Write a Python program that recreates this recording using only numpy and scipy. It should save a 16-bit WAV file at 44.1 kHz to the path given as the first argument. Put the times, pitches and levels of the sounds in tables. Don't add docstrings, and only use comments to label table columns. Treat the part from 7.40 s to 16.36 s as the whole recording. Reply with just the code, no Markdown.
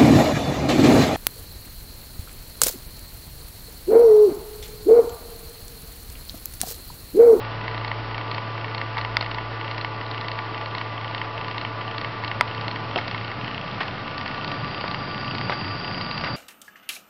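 import sys
import numpy as np
from scipy import signal
from scipy.fft import rfft, irfft
from scipy.io import wavfile
from scipy.ndimage import uniform_filter1d

SR = 44100
rng = np.random.default_rng(int(sys.argv[2]) if len(sys.argv) > 2 else 0)


def ratio(d):
    e = np.asarray(d, float) / 20
    return 10 ** e


def wav_out(sig):
    wavfile.write(sys.argv[1], SR, np.round(np.clip(np.atleast_2d(sig).T, -1, 1) * 32767).astype(np.int16))


N = 395136

# time in seconds, level in dB.
CASE_HUM = [(0.1, -35), (0.42, -33.5), (3.2, -37), (3.56, -36.5), (3.9, -38), (5.9, -36.5)]
# multiple of the hum, level in dB.
CASE_ORDERS = [(3, -4.5), (4, -1), (5, -6), (6, -2), (6.92, -12), (7.93, 2), (8.93, 3), (10, -1.5),
               (18, -3.5)]
CASE_HUM_HZ, CASE_OVERTONES_DB = 111.35, -48.5

# start in seconds, stop in seconds, level in dB.
SHUDDER = [
    (0, .78, -47.5),
    (1.553, 2.15, -46.5),
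    (2.3, 3.203, -57),
]
SHUDDER_HZ = 50.5

# time in seconds, level in dB.
APPROACH = [(0, -43.5), (2.4, -47), (3.2, -46), (4.5, -42), (5.5, -35.5), (5.95, -40), (6.06, -31.5),
            (6.2, -36), (6.36, -34), (6.75, -35.5), (7.05, -33.5), (7.5, -32), (7.9, -33.5), (8.05, -29.5),
            (8.2, -32), (8.7, -32.5), (8.88, -31.5), (8.96, -33.5)]
# frequency in Hz, level in dB per Hz.
DRAUGHT_SPECTRUM = [(40, -18), (70, -6), (110, 9.5), (150, 5), (200, 3), (300, -2), (420, -15.5),
                    (700, -30)]
# frequency in Hz, level in dB per Hz.
RUSH_SPECTRUM = [(15, -36.5), (30, -23.5), (55, -13), (100, -17), (160, -14.5), (240, -13), (720, -8.5),
                 (1000, -12.5), (1250, -8.5), (1600, -15.5), (2680, -16.5), (3700, -23.5), (4880, -24.5),
                 (6150, -36), (8000, -71)]
# frequency in Hz, width in Hz, level in dB.
DUCT = [(856, 19, -3), (1011, 12, -1.5), (1824, 170, -0.5), (2700, 330, -4)]
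RUSH_DB, RUSH_DB_PER_DRAUGHT_DB = -35.5, 0.12

# time in seconds, level in dB.
WHISTLE = [(6.6, -58.5), (6.88, -58), (7.12, -49.5), (7.6, -45), (8.24, -41), (8.96, -39)]
# multiple of its pitch, level in dB.
WHISTLE_LINES = [(.99, -13), (1.0093, -8.5)]
WHISTLE_HZ, WHISTLE_WIDTH_HZ = 4730, 330

# time in seconds, level in dB, rustle t60 in seconds, pitch in Hz.
CREAKS = [(1.565, -23, 0.06, 1300), (1.585, -11.5, 0.036, 1300), (1.81, -21, 0.12, 1490),
          (5.559, -2, 0.079, 490), (5.576, -13, 0.096, 810), (5.575, -16, .05, 2700),
          (6.378, -15, 0.033, 1300), (6.401, -7, 0.076, 1390), (6.405, -4.5, 0.039, 844),
          (6.425, -21, 0.027, 2200), (7.441, -16.5, 0.2, 950), (8.096, -6, 0.12, 494),
          (8.096, -11.5, 0.019, 2970), (8.115, -9, 0.07, 1450), (8.836, -12.5, 0.14, 880),
          (8.836, -18, .04, 3000), (8.856, -10.5, 0.11, 1300)]
# time in seconds, level in dB, brightness in dB per octave.
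SNAPS = [
    (1.5852, -19, 3),
    (1.7684, -8, 8.5),
    (1.8102, -26.5, -8),
    (1.8259, -19.5, 3),
    (5.0096, -2.5, 3.5),
    (5.5593, -19, -8),
    (7.4403, -17.5, -4.5),
    (8.096, -12, -2),
    (8.838, -18, -1),
    (8.886, -30, -13),
]
# frequency in Hz, level in dB, t60 in seconds.
SHELL_MODES = [(594, -3.5, 0.0096), (980, -7, 0.035), (1297, -6.5, 0.022), (2067, 0, 0.0085),
               (2790, -19.5, .012), (2930, -25, 0.0066), (3434, -16, 0.013), (4816, -14, 0.0063)]

# frequency in Hz, width in Hz, level in dB, ring 0-2 (low, middle, high).
BARREL = [(950, 250, -1.5, 0), (1893, 360, 0, 0), (2200, 150, -7, 0), (2715, 340, -1.5, 1),
          (3120, 350, -4.5, 1), (3795, 840, -4, 2), (4326, 415, -5, 2.6), (4750, 1000, -11.5, 1.5)]
# search start in seconds,
# bright step in seconds, stop in seconds, run-back level in dB, search level in dB.
HUNTS = [(.2, .48, .5161, -1, 0), (.71, .9472, .9823, 0, 0), (1.17, 1.3807, 1.4153, 0, 0),
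         (1.58, 1.6136, 1.6495, 0, 0), (1.84, 1.9468, 1.985, -1, 1), (2.21, 2.4133, 2.4476, 1, 0),
         (2.61, 2.9168, 2.9898, 0, 0), (3.14, 3.383, 3.4139, 0, 0), (3.57, 3.7807, 3.816, 0, 0),
         (3.97, 4.2139, 4.25, 0, 1), (4.41, 4.6146, 4.647, 0, 0), (4.84, 4.8798, 4.9151, 1, 0),
         (5.07, 5.3138, 5.3607, 0, 0), (5.51, 5.7132, 5.747, 0, 0), (5.77, 5.88, 5.9164, -4, 2),
         (6.0, 6.3466, 6.38, -9, 1), (6.47, 6.512, 6.5796, -8, 0), (6.67, 6.813, 6.8613, -1, 1),
         (6.91, 7.079, 7.1173, 0, 0), (7.24, 7.5136, 7.5457, 0, 0), (7.71, 7.9834, 8.0132, 0, 0),
         (8.2, 8.8118, 8.846, 0, 0)]
# time in seconds, level in dB, brightness in dB.
CATCHES = [(.0502, -32, -2.5), (.281, -25.5, -6), (.3794, -28.5, 5), (.7808, -26, -4), (1.2455, -27.5, -6),
           (1.282, -32, -10), (1.5707, -29.5, -12), (1.811, -21, 11), (1.8267, -27, -1), (1.863, -27, -2),
           (2.3132, -26.5, 3), (2.6647, -31, 3), (2.714, -26.5, 4.5), (2.8126, -26.5, 9), (3.2602, -27, 1),
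           (4.0833, -29, 1), (4.8382, -29, -9), (5.149, -28.5, 3), (5.2125, -27.5, 5), (5.5872, -28.5, -19),
           (6.4322, -27, -2), (6.8793, -25.5, 0), (7.1173, -27, 11), (7.4117, -25, 3), (8.2808, -28, -5),
           (8.6122, -25, 1), (8.664, -29, 4), (8.713, -24, 3)]
# time in seconds, level in dB.
TAPS = [
    (5.5607, -15.5),
    (5.5783, -21),
    (6.2134, -25),
    (6.312, -28),
    (6.483, -25),
    (7.0127, -26),
    (7.912, -24),
]
RESTS = [.247, .847, 2.647, 2.68, 3.247, 3.28, 4.447, 6.247, 8.347, 8.38, 8.68]
FRAME_HZ, FRAME_START_S = 30, .013
SEARCH_DB, HEAVY_DB = (-30.5, -28.5, -36), (-25.5, -26, -23)
BRIGHT_DB, STOP_DB = (-28, -27, -23.5), (-22, -25.5, -31.5)
SEARCH_SPREAD_DB = (1.5, 1.0, 2.5)
CLOSER_DB_PER_S = (-0.39, 0.14, 0.18)
TURNING_DB, HEAVY_LATE_S, CATCH_MIDDLE_DB = -3, .001, -2

# time in seconds, blade rate in Hz of blower, of twin.
ROTOR_SPEEDS = [(0, 1172, 1171), (.5, 1174, 1170.5), (1.3, 1171, 1174), (2.7, 1162.5, 1180),
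                (3.6, 1164.5, 1181.5), (4.6, 1166, 1177), (5.3, 1168, 1171), (6.5, 1168, 1172),
                (7.1, 1165, 1172), (7.6, 1165.5, 1174.5), (8.4, 1167, 1172), (8.96, 1166, 1172.5)]
# time in seconds, level in dB.
BLOWER = [(0.0, -46), (4.4, -46), (5.1, -45.5), (6.44, -47.5), (6.99, -43.5), (8.96, -43.5)]
# multiple of the blade rate, level in dB.
BLOWER_ORDERS = [(.125, -10.5), (.25, -9), (1, 1.5), (1.25, -3.5)]
# time in seconds, level in dB.
TWIN = [(0, -52), (2.5, -46.5), (4.8, -43), (5.6, -51.5), (6.6, -57), (7.2, -41), (8.96, -53)]
# multiple of the blade rate, level in dB.
TWIN_ORDERS = [(.263, -10), (1, 0)]
# multiple of the blade rate, level in dB.
CLOSE_LINES = [(.7606, -52), (1.268, -54), (1.72, -57)]
BLADE_HZ = 1167.5

MIC_CUTOFF_HZ, OVERLOAD = 5330, .714


def in_time(rows):
    s, *columns = np.transpose(rows)
    return [np.interp(np.arange(N) / SR, s, c) for c in columns]


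def rms_one(x):
    return x / np.sqrt(np.mean(x ** 2) + 1e-20)


def drift(rate_hz):
    r = np.exp(-80 * np.pi * rate_hz / SR)
    chance = rng.standard_normal(N // 40 + 2002)
    slow = rms_one(signal.lfilter([1], [1, -2 * r, r * r], chance)[2000:])
    return np.interp(np.arange(N) / 40, np.arange(len(slow)), slow)


def coloured(spectrum):
    hz, level_db = np.transpose(spectrum)
    grid_hz = np.fft.rfftfreq(N, 1 / SR) + 1
    gain = ratio(np.interp(np.log(grid_hz), np.log(hz), level_db))
    return rms_one(irfft(rfft(rng.standard_normal(N)) * gain, N))


def resonance(x, hz, width_hz):
    r = np.exp(-np.pi * width_hz / SR)
    zeros = np.array([1, 0, -1]) * (1 - r * r) / 2
    return signal.lfilter(zeros, [1, -2 * r * np.cos(2 * np.pi * hz / SR), r * r], x)


def bursts(times_s, level_db, t60_s, swell_s, size=N):
    clicks = np.full(size, 1e-18)
    np.add.at(clicks, (np.asarray(times_s) * SR).astype(int), ratio(level_db))
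    slow = np.exp(-1 / (max(swell_s, 1e-4) * SR))
    dying = signal.lfilter([1], [1, -ratio(-60 / (t60_s * SR))], clicks)
    return signal.lfilter([1 - slow], [1, -slow], dying) * rng.standard_normal(size)


def tones(hz, orders, waver_db, waver_turns):
    turns = np.cumsum(hz) / SR
    out = np.zeros(N)
    for multiple, db in orders:
        level = ratio(db + waver_db * drift(15.0)) * np.sqrt(2)
        phase_turns = multiple * turns + waver_turns * drift(4.1) + rng.random()
        out += level * np.sin(2 * np.pi * phase_turns)
    return out


def case_fan():
    t = np.arange(N) / SR
    hum_hz, hum_db = np.full(N, CASE_HUM_HZ), in_time(CASE_HUM)[0]
    hum = ratio(hum_db) * tones(hum_hz, [(1, 0)], waver_db=.4, waver_turns=.007)
    overtones = ratio(CASE_OVERTONES_DB) * tones(hum_hz, CASE_ORDERS, waver_db=2.6, waver_turns=.3)
    hum_open = np.clip((6.05 - t) / 0.14, 0, 1)
    overtones_open = np.clip((5.65 - t) / 0.053, 0, 1)
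    return hum_open * hum + overtones_open * overtones


def panel_shudder():
    t = np.arange(N) / SR
    spells = sum(ratio(db) * ((t >= start) & (t < stop)) for start, stop, db in SHUDDER)
    shake = tones(np.full(N, SHUDDER_HZ), [(1, 0)], waver_db=1.2, waver_turns=.04)
    return uniform_filter1d(spells, size=1200) * shake


def air_rush():
    draught_db, = in_time(APPROACH)
    rush_db = RUSH_DB + RUSH_DB_PER_DRAUGHT_DB * (draught_db - draught_db.mean())
    white = rng.standard_normal(N)
    duct = sum(ratio(db + 1.5 * drift(4.4)) * rms_one(resonance(white, hz, width_hz)) for hz, width_hz, db in DUCT)
    rush = coloured(RUSH_SPECTRUM) * ratio(0.89 * drift(41.0))
    return ratio(rush_db) * (rush + ratio(-11.5) * duct)


def draught():
    draught_db, = in_time(APPROACH)
    return ratio(draught_db - 2.5) * coloured(DRAUGHT_SPECTRUM) * ratio(1.3 * drift(9.0))


def mouth_whistle():
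    hiss = rng.standard_normal(N)
    for widening in (1, 1, 1.7):
        hiss = resonance(hiss, WHISTLE_HZ, WHISTLE_WIDTH_HZ * widening)
    lines = tones(np.full(N, WHISTLE_HZ), WHISTLE_LINES, waver_db=0.5, waver_turns=0.19)
    facing = np.clip((np.arange(N) / SR - 6.6) / 0.27, 0, 1)
    return facing * ratio(in_time(WHISTLE)[0]) * (rms_one(hiss) + lines)


def shell_creaks():
    out = np.zeros(N + SR // 4)
    for s, db, t60_s, hz in CREAKS:
        rustle = bursts([0], db, max(t60_s, .01), swell_s=0.006, size=SR // 4)
        creak = resonance(resonance(rustle, hz, 1.34 * hz), hz, 1.34 * hz)
        out[round(s * SR):][:SR // 4] += creak
    return out[:N]


def shell_snaps():
    out = np.zeros(N)
    for k, (hz, mode_db, t60_s) in enumerate(SHELL_MODES):
        strike = np.full(N, 1e-18)
        for s, db, tilt_db in SNAPS:
            strike[round(s * SR)] = (-1) ** k * ratio(db + mode_db + np.log2(hz / 1500) * tilt_db)
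        r, w = ratio(-60 / (t60_s * SR)), 2 * np.pi * hz / SR
        out += signal.lfilter([0, np.sin(w)], [1, -2 * r * np.cos(w), r * r], strike)
    return out


def motor_steps():
    frames = np.arange(FRAME_START_S, N / SR, 1 / FRAME_HZ)
    chance_db = rng.standard_normal((len(frames), 3)) * SEARCH_SPREAD_DB
    rows = [(s, db - tilt / 2, db + CATCH_MIDDLE_DB, db + tilt / 2) for s, db, tilt in CATCHES]
    rows += [(s, db - 12.0, db, db - 16.0) for s, db in TAPS]
    taken = np.r_[np.array(rows)[:, 0], RESTS]
    free = np.abs(frames[:, None] - taken).min(axis=1) > .5 / FRAME_HZ
    for start, bright, stop, back_db, search_db in HUNTS:
        heavy = bright - 1 / FRAME_HZ + HEAVY_LATE_S
        for s, kind_db in ((heavy, HEAVY_DB), (bright, BRIGHT_DB), (stop, STOP_DB)):
            rows.append((s, *np.add(kind_db, back_db)))
        searching = free & (frames >= start) & (frames < heavy - .5 / FRAME_HZ)
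        for k in np.flatnonzero(searching):
            turning = frames[k] > heavy - 1.5 / FRAME_HZ
            rows.append((frames[k], *(chance_db[k] + SEARCH_DB + search_db + TURNING_DB * turning)))
    rows = np.array([row for row in rows if row[0] > .005])
    step_s = rows[:, 0]
    return step_s, rows[:, 1:] + np.outer(step_s - N / SR / 2, CLOSER_DB_PER_S)


def lens_motor():
    step_s, ring_db = motor_steps()
    idle_s = np.arange(FRAME_START_S, N / SR - .01, .5 / FRAME_HZ)
    idle_s = idle_s[np.abs(idle_s[:, None] - step_s).min(axis=1) > .008]
    idle_db = -43 + 1.9 * rng.standard_normal(len(idle_s))
    times_s = np.r_[step_s, idle_s] - .0012
    out = np.zeros(N)
    for hz, width_hz, db, ring in BARREL:
        level_db = np.r_[ring_db[:, int(ring)], idle_db] + db
        height = ratio(level_db + rng.normal(0, .8, len(times_s))) * rng.choice([-1, 1], len(times_s))
        knock = np.full(N, 1e-18)
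        np.add.at(knock, (times_s * SR).astype(int), height * SR * np.e / (2 * np.pi * width_hz))
        knock = resonance(knock, hz, width_hz)
        rattle = bursts(times_s - .003, level_db + 5.5, t60_s=.022, swell_s=.002)
        out += resonance(knock + rattle, hz, width_hz)
    return out


def blower_rotors():
    blower_hz, twin_hz = in_time(ROTOR_SPEEDS)
    blower = tones(blower_hz, BLOWER_ORDERS, waver_db=1.2, waver_turns=.04)
    twin = tones(twin_hz, TWIN_ORDERS, waver_db=1.2, waver_turns=.04)
    lines = tones(np.full(N, BLADE_HZ), CLOSE_LINES, waver_db=1.2, waver_turns=.04)
    close = np.clip(np.arange(N) / SR - 6.5, 0, 1)
    return ratio(in_time(BLOWER)[0] + 1.5) * blower + ratio(in_time(TWIN)[0]) * twin + close * lines


def scene():
    background = case_fan() + panel_shudder() + air_rush() + draught() + mouth_whistle()
    camera = shell_creaks() + shell_snaps() + lens_motor()
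    return (background + camera + blower_rotors())[None]


def band_limit(x):
    return signal.sosfilt(signal.butter(12, 16000, fs=SR, output="sos"), x)


def record(dry):
    running = np.c_[dry[:, 500:0:-1], dry]
    dull = signal.sosfilt(signal.butter(8, MIC_CUTOFF_HZ, fs=SR, output="sos"), running)
    dull = signal.sosfilt(signal.cheby2(16, 70, 6600.0, fs=SR, output="sos"), dull)[:, 500:]
    mix = np.clip(dull - .0027, -OVERLOAD, OVERLOAD)
    return band_limit(mix)


dry = scene()
out = record(dry)
wav_out(out)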